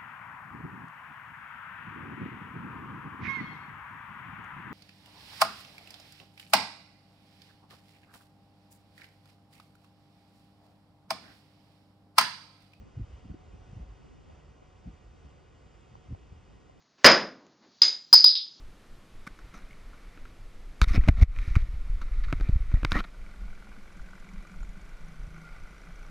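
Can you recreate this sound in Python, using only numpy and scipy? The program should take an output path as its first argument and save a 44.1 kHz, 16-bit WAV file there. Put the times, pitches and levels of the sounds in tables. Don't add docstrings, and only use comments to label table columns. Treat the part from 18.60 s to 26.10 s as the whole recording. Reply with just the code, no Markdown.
import sys
import numpy as np
from scipy import signal
from scipy.fft import rfft, irfft
from scipy.io import wavfile
from scipy.ndimage import uniform_filter1d

SR = 44100
rng = np.random.default_rng(int(sys.argv[2]) if len(sys.argv) > 2 else 0)


def pcm_store(signal):
    levels = np.round(np.clip(np.atleast_2d(signal), -1, 1) * 32767)
    wavfile.write(sys.argv[1], SR, levels.astype(np.int16).T)


N = 330750


def gain_of(db):
    return 10 ** (np.asarray(db) / 20)


def unit_rms(x):
    return x / np.sqrt(np.mean(x ** 2) + 1e-20)


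def smooth_noise(samples):
    return unit_rms(uniform_filter1d(rng.standard_normal(N), size=samples))


def butter(x, order, hz, kind="low"):
    return signal.lfilter(*signal.butter(order, hz, kind, fs=SR), x)


def spectrum(points):
    hz, value = np.transpose(points)
    return np.interp(np.log(np.fft.rfftfreq(N, 1 / SR) + 1), np.log(hz + 1), value)


def curves(rows):
    times, *columns = np.transpose(rows)
    return [np.interp(np.arange(N) / SR, times, column) for column in columns]


def gate(rows):
    t = np.arange(N) / SR
    return uniform_filter1d(1. * (t > rows[0][0]) * (t <= rows[-1][0]), size=800, mode="nearest")


def clicks(cycles):
    return np.diff(np.floor(cycles), prepend=0)


def add(mix, start_s, sound):
    part = mix[round(start_s * SR):][:len(sound)]
    part += sound[:len(part)]


def resonate(x, hz, width_hz):
    carrier = np.exp(2j * np.pi * np.cumsum(hz * np.ones(len(x))) / SR)
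    pole = np.exp(-np.pi * width_hz / SR)
    return 2 * (carrier * signal.lfilter([1 - pole], [1, -pole], x / carrier)).real


def resonate_twice(x, hz, width_hz):
    return resonate(resonate(x, hz, width_hz), hz, width_hz)


def body(x, modes):
    energy = sum(gain_of(db) ** 2 * width for _, width, db in modes) * 2 * np.pi / SR
    ring = sum((-1) ** k * gain_of(db) * resonate(x, hz, width) for k, (hz, width, db) in enumerate(modes))
    return ring / np.sqrt(energy)


def struck(modes):
    click = signal.unit_impulse(2000)
    ring = sum(gain_of(db) * resonate_twice(click, hz, 1.3 * width) for hz, width, db in modes)
    return ring / np.linalg.norm(ring)


def thumps():
    # (time [s], level [dB], pitch [Hz], direction [1 in, -1 out])
    pushes = [(0.843, -37, 41.8, -1), (2.217, -8.5, 49, 1), (2.227, -13, 47.6, -1), (2.274, -13, 29.8, -1),
              (2.308, -15, 48, -1), (2.376, -11.5, 98, -1), (2.385, -9, 50, -1), (2.395, -12.5, 40, 1),
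              (2.475, -19, 94, 1), (2.487, -4.5, 75, -1), (2.491, -16, 45.4, 1), (2.509, -15.5, 38.5, -1),
              (2.585, -18, 47.3, 1), (2.608, -12, 26.3, 1), (2.619, -10, 70.6, 1), (2.625, -2, 56, -1),
              (2.774, -24, 25, 1), (2.877, -19.5, 57.5, 1), (2.908, -15, 29, 1), (2.965, -7, 76, -1),
              (3.088, -22, 28.1, -1), (3.14, -23.5, 48, -1), (3.297, -22.5, 36.6, -1),
              (3.365, -20.5, 30, -1), (3.513, -20.5, 25, -1), (3.581, -22, 26.7, -1),
              (3.674, -15.5, 24.7, -1), (3.731, -20, 107, 1), (3.781, -18, 31.8, 1),
              (3.809, -18.5, 44.7, 1), (3.82, -14, 25.6, -1), (3.891, -11.5, 81, -1),
              (3.926, -13, 26.8, -1), (3.958, -12, 47, 1), (4.004, -19, 33.4, -1), (4.139, -9, 67, 1),
              (4.148, -13, 34.4, -1), (4.172, -21, 39, 1), (4.226, -21, 35.3, 1), (4.248, -16.5, 104, 1),
              (4.32, -17, 43.6, 1), (4.341, -33, 40, -1), (4.357, -18, 27, 1), (4.749, -46, 254, 1),
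              (6.676, -36, 53.3, 1)]
    swell_cycles, jolt_t60_s = .23, .022
    swings, jolts = np.zeros((2, N))
    t = np.arange(SR // 4) / SR
    for s, db, hz, direction in pushes:
        age = t * hz / swell_cycles
        swell = (age * np.exp(1 - age)) ** 1.14
        add(swings, s, direction * gain_of(db) * swell * np.sin(2 * np.pi * hz * t))
        octaves = min(np.log2(hz / 68), .6)
        add(jolts, s, gain_of(db - 19 + 18.5 * octaves - 60 * t / jolt_t60_s))
    return swings, jolts


def knocks():
    # (time [s], level [dB], bass [dB], upper ring [dB], treble [dB], top [dB], t60 [s])
    hits = [(0.79, -36, 0, -19, -8, 3, 0.045), (0.941, -39, 7, 2, -3, 10, 0.098),
            (1.022, -42, 0, -12, -7, -4.5, 0.015), (1.333, -39, -13, -16, -18, -18, 0.12),
            (1.575, -39.5, 6, 1.5, -14, -14, 0.023), (1.654, -35.5, -9, -2, -10, -5, 0.027),
            (2.216, -6, -4.5, 0, 5, 3, 0.014), (2.219, -21, -21, 4, 7, 12, 0.064),
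            (2.284, -36, -7, 9, 12, 14, .03), (2.309, -35, 3, -3, -8, -8, 0.018),
            (2.344, -33, 3, 1, 5, 4, .014), (2.377, -30, 2, -9, -7, -7, 0.025),
            (2.413, -51, 2, 1, -9, -12, 0.023), (2.438, -30, 2, 3, -17, -16, 0.0069),
            (2.477, -28, 17, 0, -2, -3, 0.0082), (2.487, -11.5, -9, 7, 0.5, -20, 0.017),
            (2.624, -31, 13, 3, 7, 13, 0.026), (2.63, -35, 14, 0, 2, 9, 0.012),
            (2.763, -38, 1, 11.5, -15, -11, 0.013), (2.788, -31.5, -13, 11, -2, 1, 0.024),
            (2.826, -49, -11, 19, -7, -9, 0.014), (2.855, -60, -5, 6, -5, -8, 0.014),
            (2.883, -37, 4, -11, 4, 2, 0.021), (2.955, -20.5, -9, 6, -10, 1, 0.059),
            (2.962, -25, -6, -0.5, 5.5, -2, 0.01), (3.417, -33.5, 0, -12, 5, 6, 0.045),
            (3.727, -16, 6, 2, -5, -11, 0.027), (3.8, -35.5, 12.5, 3, -13, -13, 0.028),
            (3.81, -28.5, 9, -5, 4, -5, 0.017), (3.888, -39, 7, 3, 6, -1, 0.044),
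            (4.116, -35.5, 6, 0, -13, -11, .024), (4.142, -33, -5, -6, 2, 3, 0.0089),
            (4.232, -24.5, 9, -2, -23, -25, 0.0077), (4.249, -10.5, -1, 4.5, 7.5, -25, 0.0082),
            (4.319, -11.5, -2.5, -1, 6.5, -8.5, 0.02), (4.355, -25, 17.5, -7, -15, -20, 0.024),
            (5.127, -43.5, -13, 4, -9, -9, .012)]
    band_db, snap_db = [-8.5, -12, -15, -22, -28.5, -45], 17.5
    bursts, snaps = np.zeros((2, 6, N))
    t = np.arange(SR // 8) / SR
    for s, db, bass, upper, treble, top, t60 in hits:
        for band, colour_db in enumerate((0, bass, upper, treble, top, top)):
            level_db = db + band_db[band] + colour_db
            add(bursts[band], s, gain_of(level_db - 60 * t / t60))
            add(snaps[band], s, gain_of([level_db + snap_db]))
    return bursts, snaps


def scrapes(grain):
    # (time [s], length [s], level [dB], bass [dB], upper ring [dB], treble [dB], top [dB])
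    strokes = [(0.665, 0.016, -42.5, -11, -5.5, -4.5, 3), (0.929, 0.082, -55.5, -2, -11, -5, 1),
               (2.214, 0.033, -32, 1.5, -10, 2, 0), (2.271, 0.073, -47, 2, -1, 1, 5.5),
               (2.33, 0.046, -36, 7.5, -2, -1.5, -5), (2.342, 0.023, -46, 9, -9, -1, 2),
               (2.386, 0.053, -64, 17, -19, -22, -16), (2.445, 0.013, -48, 11, -18, -18, -18),
               (2.48, 0.016, -40, 26, -5, -2, 5), (2.562, 0.058, -51.5, 15, -2, 1, -2),
               (2.611, 0.025, -41.5, 12, 3, -1, 6), (2.737, 0.26, -64.5, 5.5, 8.5, 7, 11),
               (2.974, 0.057, -60.5, 4, 6, 7, 4), (3.41, 0.024, -43.5, 2, -12, -11, -10),
               (3.634, 0.02, -53.5, -17, 8, 11.5, 1), (3.67, 0.047, -49.5, -6, -11, -12, -12),
               (3.835, 0.049, -53, 7, -7, -7, -9), (4.113, 0.075, -59, 16, 0, -9, -13),
               (4.301, 0.036, -47, 1, -2, -9, 7), (4.326, 0.09, -35, 2, -6, -7, -6),
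               (4.384, .025, -41.5, -2, -15, 2, -21), (4.438, 0.014, -37, 2, -7, -2, -14)]
    band_db = [2, -3, 3, -10.5, -11, -21]
    out = np.zeros((6, N))
    for s, length, db, bass, upper, treble, top in strokes:
        n = round(length * SR)
        stroke = signal.windows.tukey(n, .4) * grain[round(s * SR):][:n]
        for band, colour_db in enumerate((0, bass, upper, treble, top, top)):
            add(out[band], s, gain_of(db + band_db[band] + colour_db) * stroke)
    return out


def rubbing():
    # (time [s], level [dB])
    rubs = [(.55, -63), (.8, -57.5), (.95, -55), (1.2, -58.5), (1.55, -55.5), (1.85, -65), (2.2, -61.5),
            (2.27, -50), (2.39, -51.5), (2.45, -43.5), (2.59, -52), (3.26, -55.5), (3.7, -50), (4.08, -52),
            (4.31, -48.5), (4.5, -55.5)]
    band_db = [-1.5, -7, -2, -17, -15.5, -28]
    clumps = gain_of(1.6 * smooth_noise(300))
    return gate(rubs) * clumps * gain_of(curves(rubs)[0]) * gain_of(band_db)[:, None]


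def squeak():
    start_s, length_s, rise_s = 4.335, .06, .018
    band_db = [1, 4, -18, -20, -26, -53]
    t = np.arange(0, length_s, 1 / SR)
    unsteady = 1 + .18 * uniform_filter1d(rng.standard_normal(SR // 8), size=150)[:len(t)]
    slip_hz = (225 + 1700 * t) * unsteady
    slips = unit_rms(clicks(np.cumsum(slip_hz) / SR))
    slips *= np.minimum(t / rise_s, 1) ** 2 * gain_of(-26 - 14 * t / length_s)
    out = np.zeros((6, N))
    for band, db in zip(out, band_db):
        add(band, start_s, gain_of(db) * slips)
    return out


def rasps(grain):
    # (time [s], length [s], start [Hz], end [Hz], width [Hz], level [dB])
    patches = [(2.272, 0.057, 1450, 1360, 200, -53), (2.325, 0.048, 4900, 5570, 400, -48),
               (2.338, 0.064, 2480, 2370, 250, -46), (2.406, 0.011, 1920, 2000, 200, -49),
               (3.84, 0.056, 2320, 2380, 200, -56), (4.14, 0.045, 1950, 1830, 200, -54),
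               (4.329, 0.062, 1740, 2050, 220, -34), (4.362, .03, 1040, 1340, 200, -38),
               (4.374, 0.047, 2820, 3230, 350, -49.5), (4.388, .032, 1280, 1480, 200, -41)]
    out, grit = np.zeros(N), grain * rng.standard_normal(N)
    for s, length, start_hz, end_hz, width_hz, db in patches:
        n = round(length * SR)
        ring = resonate_twice(grit[round(s * SR):][:n], np.linspace(start_hz, end_hz, n), width_hz)
        add(out, s, gain_of(db) * signal.windows.tukey(n, .6) * unit_rms(ring))
    return out


def case(jolts):
    # (pitch [Hz], width [Hz], level [dB])
    middle = [(1130, 410, 4), (1363, 290, 9), (1530, 164, 3)]
    bass = [(181, 93, 6.5), (269, 134, 5), (428, 193, -5.5), (712, 148, -7.5)]
    upper = [(1810, 250, 0), (2080, 283, 3.5), (2314, 304, 1.5)]
    treble = [(2600, 350, 6), (3724, 440, 16), (4570, 540, 9.5)]
    top = [(5260, 910, 1.5), (5760, 600, 6), (6320, 900, 0.5)]
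    grain = gain_of(4 * smooth_noise(120))
    bursts, snaps = knocks()
    envelopes = bursts + scrapes(grain) + rubbing()
    envelopes[1] += jolts
    drive = envelopes * rng.standard_normal((6, N)) + squeak()
    hollow = butter(body(drive[0], middle) + body(drive[2], upper), 2, 850, "high")
    hollow = butter(hollow + body(drive[1], bass), 2, 4500)
    bright = butter(body(drive[3], treble) + body(drive[4], top), 3, 7000)
    bright = butter(bright, 2, 2400, "high")
    edge = butter(drive[5] + snaps[5], 2, [7000, 12000], "band")
    ringing = sum(signal.oaconvolve(snap, struck(modes))[:N]
                  for snap, modes in zip(snaps, (middle, bass, upper, treble, top)))
    return hollow + bright + edge + ringing + rasps(grain)


def exhaust(turns, fast, running, strength, noise):
    # (time [s], level [dB])
    chugs = [(4.52, -78), (4.54, -66.5), (4.82, -55.5), (4.86, -49.5), (4.93, -63.5), (5.11, -54.5),
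             (5.14, -70), (5.17, -50), (5.3, -69), (5.37, -53), (5.42, -58.5), (5.56, -53.5), (5.6, -64),
             (5.73, -48), (5.88, -62), (5.91, -50), (6.15, -55.5), (6.17, -45), (6.23, -64), (6.26, -51),
             (6.34, -73), (6.39, -54), (6.46, -50), (6.84, -50.5), (7.0, -56.5), (7.11, -50.5), (7.14, -63),
             (7.17, -56), (7.2, -71), (7.28, -48.5), (7.35, -64), (7.46, -70), (7.5, -42)]
    # (time [s], pitch [Hz])
    note = [(4.52, 200), (4.9, 195), (5.14, 218), (5.45, 189), (5.72, 198), (5.95, 186.7), (6.2, 173.7),
            (6.4, 158.4), (6.46, 159.4), (6.85, 159.6), (7.0, 165.4), (7.3, 167), (7.5, 162)]
    hz = curves(note)[0] + 39 * (1 - fast) * (turns % 1 - .5)
    firings = strength[turns.astype(int)] * clicks(turns)
    puffs = resonate(resonate_twice(firings, hz, 38), hz, 70)
    rough = .61 * unit_rms(running * puffs) + .3 * unit_rms(resonate(noise, hz, 40))
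    throb = 1 + (.85 - .35 * fast) * np.cos(2 * np.pi * turns - 1)
    hum = throb * np.sin(2 * np.pi * np.cumsum(hz) / SR)
    return gain_of(curves(chugs)[0]) * (.33 * rough + hum)


def clatter(turns, fast, strength, buzz_noise, shake_noise, clatter_db, cowl_db):
    # (pitch [Hz], width [Hz], level [dB])
    rattle_modes = [(607, 700, -13), (1228, 91, 3), (1266, 174, 1)]
    buzz_modes = [(1980, 117, 5.5), (2303, 193, 6), (4300, 2500, -14)]
    # (time [s], pitch [Hz])
    ring = [(4.52, 1460), (5.5, 1515), (5.85, 1410), (6.15, 1500), (6.6, 1485), (6.75, 1450), (7.0, 1450),
            (7.5, 1497)]
    cowl_hz, steady = 1400, .14 + .16 * fast
    early = turns + .44
    first = strength[early.astype(int)] * np.exp(-(early % 1) / .053)
    second = np.exp(-(turns % 1) / .088)
    snap = 4 * first * clicks(early)
    shaking = unit_rms((steady + first + 2.4 * steady * second) * shake_noise + snap)
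    buzzing = unit_rms((.061 + steady + .26 * first + .48 * second) * buzz_noise + .24 * snap)
    parts = body(shaking, rattle_modes + [(curves(ring)[0], 153, 2)]) + .53 * body(buzzing, buzz_modes)
    cowl = np.sin(2 * np.pi * cowl_hz * np.arange(N) / SR) + .5 * unit_rms(resonate(shaking, cowl_hz, 41))
    return gain_of(clatter_db) * parts + gain_of(cowl_db) * cowl


def tick(turns, speed_hz, strength, noise):
    # (pitch [Hz], width [Hz], level [dB])
    modes = [(5720, 280, -4), (6140, 520, -8), (9800, 170, -11)]
    phase = turns % 1
    burst = phase / .04 * np.exp(-phase / .055) * noise
    tap = unit_rms(strength[turns.astype(int)] * (burst + 6 * clicks(turns)))
    fading = np.clip((27 - speed_hz) / 1.5, 0, 1)
    return body(tap, modes) + fading * gain_of(-2.5) * body(tap, [(6900, 330, 0)])


def ping():
    hz, t60_s = 6960, .035
    t = np.arange(SR // 10) / SR
    return gain_of(-55 - 60 * t / t60_s) * np.sin(2 * np.pi * hz * t)


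def engine():
    # (time [s], clatter [dB], tick [dB], cowl ring [dB])
    idle = [(4.52, -54.5, -81, -81), (4.85, -50, -77, -89), (5.2, -53, -70, -82), (5.5, -51.5, -68, -80),
            (5.9, -49.5, -65, -79), (6.15, -55, -68, -78), (6.6, -56, -65.5, -82), (6.73, -55.5, -66, -74),
            (6.77, -51.5, -62, -71), (6.81, -55, -60, -75), (6.85, -51.5, -74, -52), (6.89, -51, -77, -58),
            (6.95, -51.5, -63.5, -72), (7.05, -53.5, -66.5, -79), (7.5, -54.5, -64, -79)]
    # (time [s], speed [turns/s])
    speed = [(4.52, 20.5), (5.2, 21.5), (5.5, 21.9), (5.95, 22.2), (6.15, 24.5), (6.3, 25.8), (6.6, 27.1),
             (7.1, 27.4), (7.25, 28.6), (7.5, 27.5)]
    slow_hz, fast_hz = 23.7, 25.6
    running, speed_hz = gate(idle), curves(speed)[0]
    clatter_db, tick_db, cowl_db = curves(idle)
    fast = np.clip((speed_hz - slow_hz) / (fast_hz - slow_hz), 0, 1)
    turns = np.cumsum(running * speed_hz) / SR + .06
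    spread_db = [2, 1.8, 2.2]
    firing_gain, rattle_gain, tap_gain = gain_of(rng.standard_normal((200, 3)) * spread_db).T
    rough_noise, shake_noise, tap_noise = rng.standard_normal((3, N))
    out = exhaust(turns, fast, running, firing_gain, rough_noise)
    out += clatter(turns, fast, rattle_gain, rough_noise, shake_noise, clatter_db, cowl_db)
    out += gain_of(tick_db) * tick(turns, speed_hz, tap_gain, tap_noise)
    out *= running
    add(out, 6.031, ping())
    return butter(out, 3, 11500)


def starter():
    # (time [s], pitch [Hz], level [dB], t60 [s])
    clack = [(0.667, 1160, -33, 0.029), (.669, 2050, -39, 0.035), (.67, 2350, -52, 0.034),
             (0.671, 193, -33, 0.05), (0.673, 1520, -31, 0.03)]
    # (time [s], length [s], start [Hz], end [Hz], level [dB])
    cord = [(.942, .03, 5800, 6200, -62), (1.105, 0.011, 2180, 2400, -53), (1.125, 0.012, 2150, 2350, -54)]
    rise_s = .0028
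    out, t = np.zeros(N), np.arange(SR // 8) / SR
    for s, hz, db, t60 in clack:
        add(out, s, np.minimum(t / rise_s, 1) * gain_of(db - 60 * t / t60) * np.sin(2 * np.pi * hz * t))
    friction = rng.standard_normal(N)
    for s, length, start_hz, end_hz, db in cord:
        n = round(length * SR)
        ring = resonate(friction[round(s * SR):][:n], np.linspace(start_hz, end_hz, n), 120)
        add(out, s, gain_of(db) * np.hanning(n) * unit_rms(ring))
    return out


def sway():
    # (time [s], level [dB])
    motion = [(0, -44.5), (.8, -46.5), (1.25, -43), (2.17, -43), (2.24, -24), (2.7, -26.5), (3.2, -29.5),
              (3.7, -30), (4.3, -25.5), (4.46, -38), (4.95, -38.5), (5.5, -44), (5.9, -43), (6.3, -40),
              (7., -45), (7.5, -40)]
    # (frequency [Hz], spectral density [dB])
    colour = [(4.7, -62), (8.0, 7.5), (21, 7.5), (39, 4.5), (83, -19.5), (104, -15), (145, -31.5),
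              (300, -65), (390, -66), (660, -120)]
    rumble = irfft(rfft(rng.standard_normal(N)) * gain_of(spectrum(colour)), N)
    rumble /= np.sqrt(uniform_filter1d(rumble ** 2, size=5000))
    lumps_db = 4.5 * unit_rms(uniform_filter1d(smooth_noise(2500), size=2500))
    return gain_of(curves(motion)[0]) * unit_rms(rumble * gain_of(lumps_db))


def hiss():
    # (frequency [Hz], spectral density [dB])
    colour = [(35, -68), (60, 3), (198, 0), (294, -3.5), (540, -7.5), (593, -8), (842, -11), (903, -11),
              (991, -12.5), (1090, -10), (3670, -19), (13000, -32.5), (16000, -82)]
    # (frequency [Hz], left-right correlation [0..1])
    likeness = [(60, 1.0), (180, 1.0), (550, 0.99), (1650, 1), (4970, 0.88), (15000, 0.89)]
    correlation = np.clip(spectrum(likeness), 0, 1)
    mid, side = rfft(rng.standard_normal((2, N)))
    mid *= np.sqrt((1 + correlation) / 2)
    side *= np.sqrt((1 - correlation) / 2)
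    stereo = irfft(np.array([mid + side, mid - side]) * gain_of(spectrum(colour)), N)
    return gain_of(-57.5) * unit_rms(stereo)


def scene():
    swings, jolts = thumps()
    return sway() + swings + case(jolts) + engine() + hiss() + starter()


def record(dry):
    threshold_db, max_duck_db, release_db_per_s, lag_s = -15, 23, 1400, .036
    ceiling, cutoff_hz = .8, 16200
    power = signal.lfilter(np.ones(1100) / 1100, 1, (dry ** 2).mean(0))
    late_db = 10 * np.log10(np.roll(power, 500) + 1e-12)
    demand_db = np.minimum(.7 * np.maximum(late_db - threshold_db, 0) ** 2, max_duck_db)
    release_db = np.arange(N) / SR * release_db_per_s
    held_db = np.maximum.accumulate(demand_db + release_db) - release_db
    pole = np.exp(-1 / (lag_s * SR))
    duck_db = signal.lfilter([1 - pole], [1, -pole], held_db)
    peaks = abs(uniform_filter1d(dry[0], size=80)) > .28
    after_peak = uniform_filter1d(1. 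* peaks, size=3001, origin=1500) > 1e-6
    flutter_db = .4 * uniform_filter1d(1. * (after_peak | (duck_db > .5)), size=200)
    flutter_db *= .8 + .22 * unit_rms(resonate(rng.standard_normal(N), 0, 400))
    ducked = dry / gain_of([duck_db - flutter_db, duck_db + flutter_db])
    clipped = ceiling * np.sign(ducked) * np.tanh((ducked / ceiling) ** 2) ** .5
    lowpass = signal.firwin(511, cutoff_hz, window=("kaiser", 9), fs=SR)
    return signal.oaconvolve(clipped, lowpass[None], "same")


dry = scene()
out = record(dry)
pcm_store(out)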